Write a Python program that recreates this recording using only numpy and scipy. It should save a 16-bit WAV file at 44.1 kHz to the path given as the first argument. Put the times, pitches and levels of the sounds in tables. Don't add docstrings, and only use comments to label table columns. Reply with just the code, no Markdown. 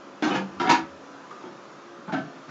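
import sys
import numpy as np
from scipy import signal
from scipy.fft import rfft, irfft, next_fast_len
from scipy.io import wavfile
from scipy.ndimage import uniform_filter1d, map_coordinates

SR = 44100
rng = np.random.default_rng(int(sys.argv[2]) if len(sys.argv) > 2 else 0)


def store_pcm(level_fs):
    pcm = np.round(np.clip(level_fs, -1, 1) * 32767).astype(np.int16)
    wavfile.write(sys.argv[1], SR, np.atleast_2d(pcm).T)


def voltage_ratio(level):
    return 10 ** (np.asarray(level, float) / 20)


N = 110250

# [f/Hz, level/dB]
AIR_HISS = [(25, -59.5), (70, -30), (150, -6.5), (300, -5), (1400, -7.5), (2000, -15.5), (4000, -22),
            (7000, -25.5)]
# [f/Hz, width/Hz, level/dB]
AIR_HUMPS = [(290, 66, 3), (1247, 176, 3)]
AIR_GRAIN = 1024, 5, 8
# [f/Hz, level/dB]
MAINS_LINES = [(200, -64), (500, -62.5), (700, -62), (1000, -61), (1200, -59.5), (1300, -63)]
# [multiple of shaft rate, level/dB]
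SHAFT_LINES = [(4, -58), (5, -57), (6, -62), (8, -60), (9, -62), (17, -64)]

# [f/Hz, width/Hz, level/dB]
TONES_A = [(191.3, 6.6, 3), (308, 44, 4), (653, 30, -4.5), (792, 30, -2), (940, 20, -4), (1239, 23, -3),
           (1535, 81, -4.5), (2238, 44, -12.5), (2380, 41, -28.5), (3420, 200, -15)]
TONES_B = [(191.1, 6.2, 8.5), (279, 25, 0.5), (329, 29, 4.5), (517.4, 12, -3), (692, 35, -2), (933, 28, -2),
           (1274, 120, -9.5), (1800, 56, -15.5), (2100, 30, -12), (2500, 130, -11.5), (2990, 48, -8.5)]
TONES_C = [(180, 8.7, 1), (334, 46, 2), (426, 12, 0.5), (729, 66, -4), (778, 52, -3), (960, 7, 7),
           (1340, 47, 0.5), (1710, 180, -11.5), (2116, 26, -12.5), (2890, 38, -17.5), (3200, 120, -16.5),
           (4815, 73, -18)]
TONES_D = [(266.9, 6.7, 5.5), (328.5, 27, -1), (756, 68, -4), (937, 36, 6.5), (965, 22, 5),
           (1297, 25, -3.5), (1507, 30, -11), (1700, 13, -5), (1790, 38, -7), (2205, 42, -9),
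           (2344, 21, -11), (2670, 47, -11), (2590, 87, -33), (3590, 220, -19)]
TONES_E = [(333, 45, 6), (407, 90, -5), (833, 13, -7), (903, 65, -5.5)]
TONES_F = [(166.7, 14, -2.5), (267, 22.5, 6), (308, 52, -3), (645, 24, -3), (750, 55, -10), (1315, 66, -10),
           (1536, 11, -1.5), (1730, 26, -9.5), (2261, 60, -14.5), (2720, 140, -21.5), (3280, 210, -20.5)]
TONES_G = [(182, 34, 3.5), (320, 14, -7.5), (630, 12, -1.5), (733, 66, -14), (868, 19, -2), (1130, 42, -6),
           (1445, 60, -2)]
TONES_H = [(393, 33, -4.5), (956, 49, -8), (1218, 21, 5), (1560, 60, -21.5)]
# [t/s, level/dB, rise/s, scrape length/s, rattle over ring/dB]
CONTACTS_A = [
    (0.222, -25, 0.0017, 0.02, -7),
    (0.247, -27.5, .012, 0.046, -6.5),
]
CONTACTS_B = [
    (.29, -28, .025, .035, -6.5),
    (.328, -24, .016, 0.043, -6.5),
]
CONTACTS_C = [
    (.594, -26, .005, 0.025, -6),
    (.628, -25, .012, 0.075, -11),
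]
CONTACTS_D = [
    (.668, -23.5, 0.0049, 0.049, -20.5),
    (.692, -19, 0.00081, 0.027, -2.5),
    (.738, -33, 0.0074, 0.011, -0.5),
]
CONTACTS_E = [
    (1.405, -40.5, .035, 0.058, -9),
    (1.516, -51, .005, 0.011, -1.5),
]
CONTACTS_F = [
    (2.121, -33.5, 0.00086, 0.019, -1),
    (2.124, -24.5, .007, .022, -15.5),
    (2.166, -34.5, .006, 0.026, -4.5),
]
CONTACTS_G = [
    (2.074, -34, .006, 0.021, -12.5),
    (2.477, -41.5, .012, .03, -3),
]
CONTACTS_H = [
    (1.302, -43.5, .01, 0.0075, -10.5),
    (1.378, -50.5, .008, 0.075, -5.5),
]
# brightness of the rattle, one value a shape [tilt/dB per octave]
RATTLE_TILTS = [-1.5, -2.55, -2.5, 0.03, -4, -4, -5, 0.5]
# highest pitch its contacts drive, one value a shape [f/Hz]
SOFTNESS = [4100, 3500, 4900, 5870, 2000, 2500, 1300, 2500]
# [f/Hz, level/dB]
RATTLE_COLOUR = [(60, -32), (150, 2), (300, -2), (550, -5.5), (1100, 2.5), (2200, -3), (4500, -8),
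                 (7500, -13)]
RATTLE_GRAIN = 256, 2, 6
# [f/Hz, T60/s]
ROOM_DECAY = [(100, 0.54), (300, 0.26), (1000, .24), (3000, 0.23), (7000, 0.17)]

# [t/s, level/dB, f/Hz, width/Hz, T60/s]
WALL_THUD = (0.5, -58.5, 85.5, 12.5, 5.3)


def unit(x):
    return x / np.sqrt(np.mean(x ** 2) + 1e-20)


def along(points, hz):
    f, v = np.transpose(points)
    return np.interp(np.log(hz + 1), np.log(f + 1), v)


def wobble(rate):
    knots = rng.standard_normal(int(N * rate / SR) + 4)
    return map_coordinates(knots, [np.arange(N) * rate / SR])


def filtered(x, response):
    m = next_fast_len(len(x) + SR // 2)
    return irfft(rfft(x, m) * response(np.fft.rfftfreq(m, 1 / SR)), m)[:len(x)]


def patchy(count, size, across, lasting, depth_db):
    z = signal.stft(rng.standard_normal(count + size), nperseg=size)[2]
    field = uniform_filter1d(rng.standard_normal(z.shape), size=across, axis=0)
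    field = uniform_filter1d(field, size=lasting, axis=1)
    return signal.istft(z * voltage_ratio(depth_db * unit(field)), nperseg=size)[1][:count]


def fan():
    hiss_db, sway_db = -46, 0.5
    shaft_hz, hum_wobble_db = 69.55, 5

    def colour(hz):
        humps = sum(db * np.exp(-((hz - c) / w) ** 2) for c, w, db in AIR_HUMPS)
        return voltage_ratio(along(AIR_HISS, hz) + humps)

    air = unit(filtered(patchy(N, *AIR_GRAIN, depth_db=1.6), colour))
    t = np.arange(N) / SR
    hum = np.zeros(N)
    for hz, db in MAINS_LINES + [(k * shaft_hz, db) for k, db in SHAFT_LINES]:
        level = voltage_ratio(db + 1 + hum_wobble_db * wobble(6.16))
        hum += level * np.sin(2 * np.pi * hz * t + 0.72 * wobble(5))
    return voltage_ratio(hiss_db + sway_db * wobble(3.4)) * air + hum


def tool_force(t, rise, length):
    slips_per_s, scatter_db = 2500, 3
    extra_rise_s, let_go_s = 0.0012, 0.012
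    catch_db, sharp_s = -3, 0.0078
    draw = rng.random((3, len(t)))
    slips = (draw[0] < slips_per_s / SR) * voltage_ratio(scatter_db * (2.8 * draw[1] - 2)) * np.sign(draw[2] - 0.5)
    grip = np.minimum(1, t / (rise + extra_rise_s)) * np.exp(-np.maximum(0, t - length) / let_go_s)
    force = slips * grip
    moment = np.arange(len(t)) == int(rise * SR)
    catch = moment * voltage_ratio(catch_db) / (1 + rise / sharp_s) * np.linalg.norm(force)
    return force, catch


def can_ring(push, tones, soft_hz):
    def response(f):
        modes = 0
        for k, (c, w, db) in enumerate(tones):
            modes = modes + (-1) ** k * voltage_ratio(db) * 1j * f * w / (c * c - f * f + 1j * f * w)
        return (soft_hz / (soft_hz + 1j * f)) ** 2 * modes

    ring = filtered(push, response)
    return ring / np.linalg.norm(ring)


def sheet_rattle(force, t, tilt_db):
    t60_s = 0.035
    energy = signal.fftconvolve(force ** 2, voltage_ratio(-120 * t / t60_s))[:len(t)]
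    shake = np.sqrt(np.abs(energy))
    sheet = filtered(patchy(len(t), *RATTLE_GRAIN, depth_db=3.5),
                     lambda hz: voltage_ratio(along(RATTLE_COLOUR, hz) + tilt_db * np.log2((hz + 50) / 1000)))
    return shake * sheet / np.linalg.norm(shake * sheet)


def room_tail(build_s):
    hz, t, z = signal.stft(rng.standard_normal(SR // 2), SR, nperseg=128)
    decay = voltage_ratio(-60 * t / along(ROOM_DECAY, hz)[:, None])
    tail = signal.istft(z * decay, SR, nperseg=128)[1][:SR // 2]
    tail = tail * (1 - np.exp(-np.arange(len(tail)) / SR / build_s))
    return tail / np.linalg.norm(tail)


def contact(tones, tilt_db, soft_hz, rise, length, rattle_db):
    room_db, room_delay_s = -4.5, 0.0036
    t = np.arange(SR * 3 // 4) / SR
    force, catch = tool_force(t, rise, length)
    ring = can_ring(force + catch, tones, soft_hz)
    close = ring + voltage_ratio(rattle_db) * sheet_rattle(force, t, tilt_db)
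    delayed = np.pad(close, (int(room_delay_s * SR), 0))
    wet = signal.fftconvolve(delayed, room_tail(build_s=0.0057))[:len(t)]
    return (close + voltage_ratio(room_db) * wet) * np.sqrt(SR / 20)


def can():
    out = np.zeros(N + SR)
    shapes = [TONES_A, TONES_B, TONES_C, TONES_D, TONES_E, TONES_F, TONES_G, TONES_H]
    pries = [CONTACTS_A, CONTACTS_B, CONTACTS_C, CONTACTS_D, CONTACTS_E, CONTACTS_F, CONTACTS_G, CONTACTS_H]
    for tones, contacts, tilt_db, soft_hz in zip(shapes, pries, RATTLE_TILTS, SOFTNESS):
        for s, db, rise, length, rattle_db in contacts:
            sound = contact(tones, tilt_db, soft_hz, rise, length, rattle_db)
            out[round(s * SR):][:len(sound)] += voltage_ratio(db) * sound
    return out[:N]


def thud():
    swell_s, lasts_s = 0.023, 0.52
    s, db, pitch_hz, width_hz, t60 = WALL_THUD
    t = np.maximum(0, np.arange(N) / SR - s)
    noise = rng.standard_normal(N)
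    boom = unit(filtered(noise, lambda hz: np.exp(-((hz - pitch_hz) / width_hz) ** 2)))
    swell = 1 - np.exp(-t / swell_s)
    stop = 1 / (1 + (t / lasts_s) ** 12)
    return voltage_ratio(db - 60 * t / t60) * swell * stop * boom


def scene():
    low_cut_hz, top_hz, top_steepness = 77, 7310, 29.4
    thin_can = filtered(can(), lambda hz: (1j * hz / (low_cut_hz + 1j * hz)) ** 4)
    mix = fan() + thin_can + thud()
    return filtered(mix, lambda hz: 1 / (1 + (hz / top_hz) ** top_steepness))[None]


def top_cut(x):
    return signal.sosfilt(signal.butter(12, 8390, fs=SR, output="sos"), x)


def record(dry):
    end_hz = 8400
    mix = filtered(dry[0], lambda hz: hz < end_hz)[None]
    return top_cut(mix)


dry = scene()
out = record(dry)
store_pcm(out)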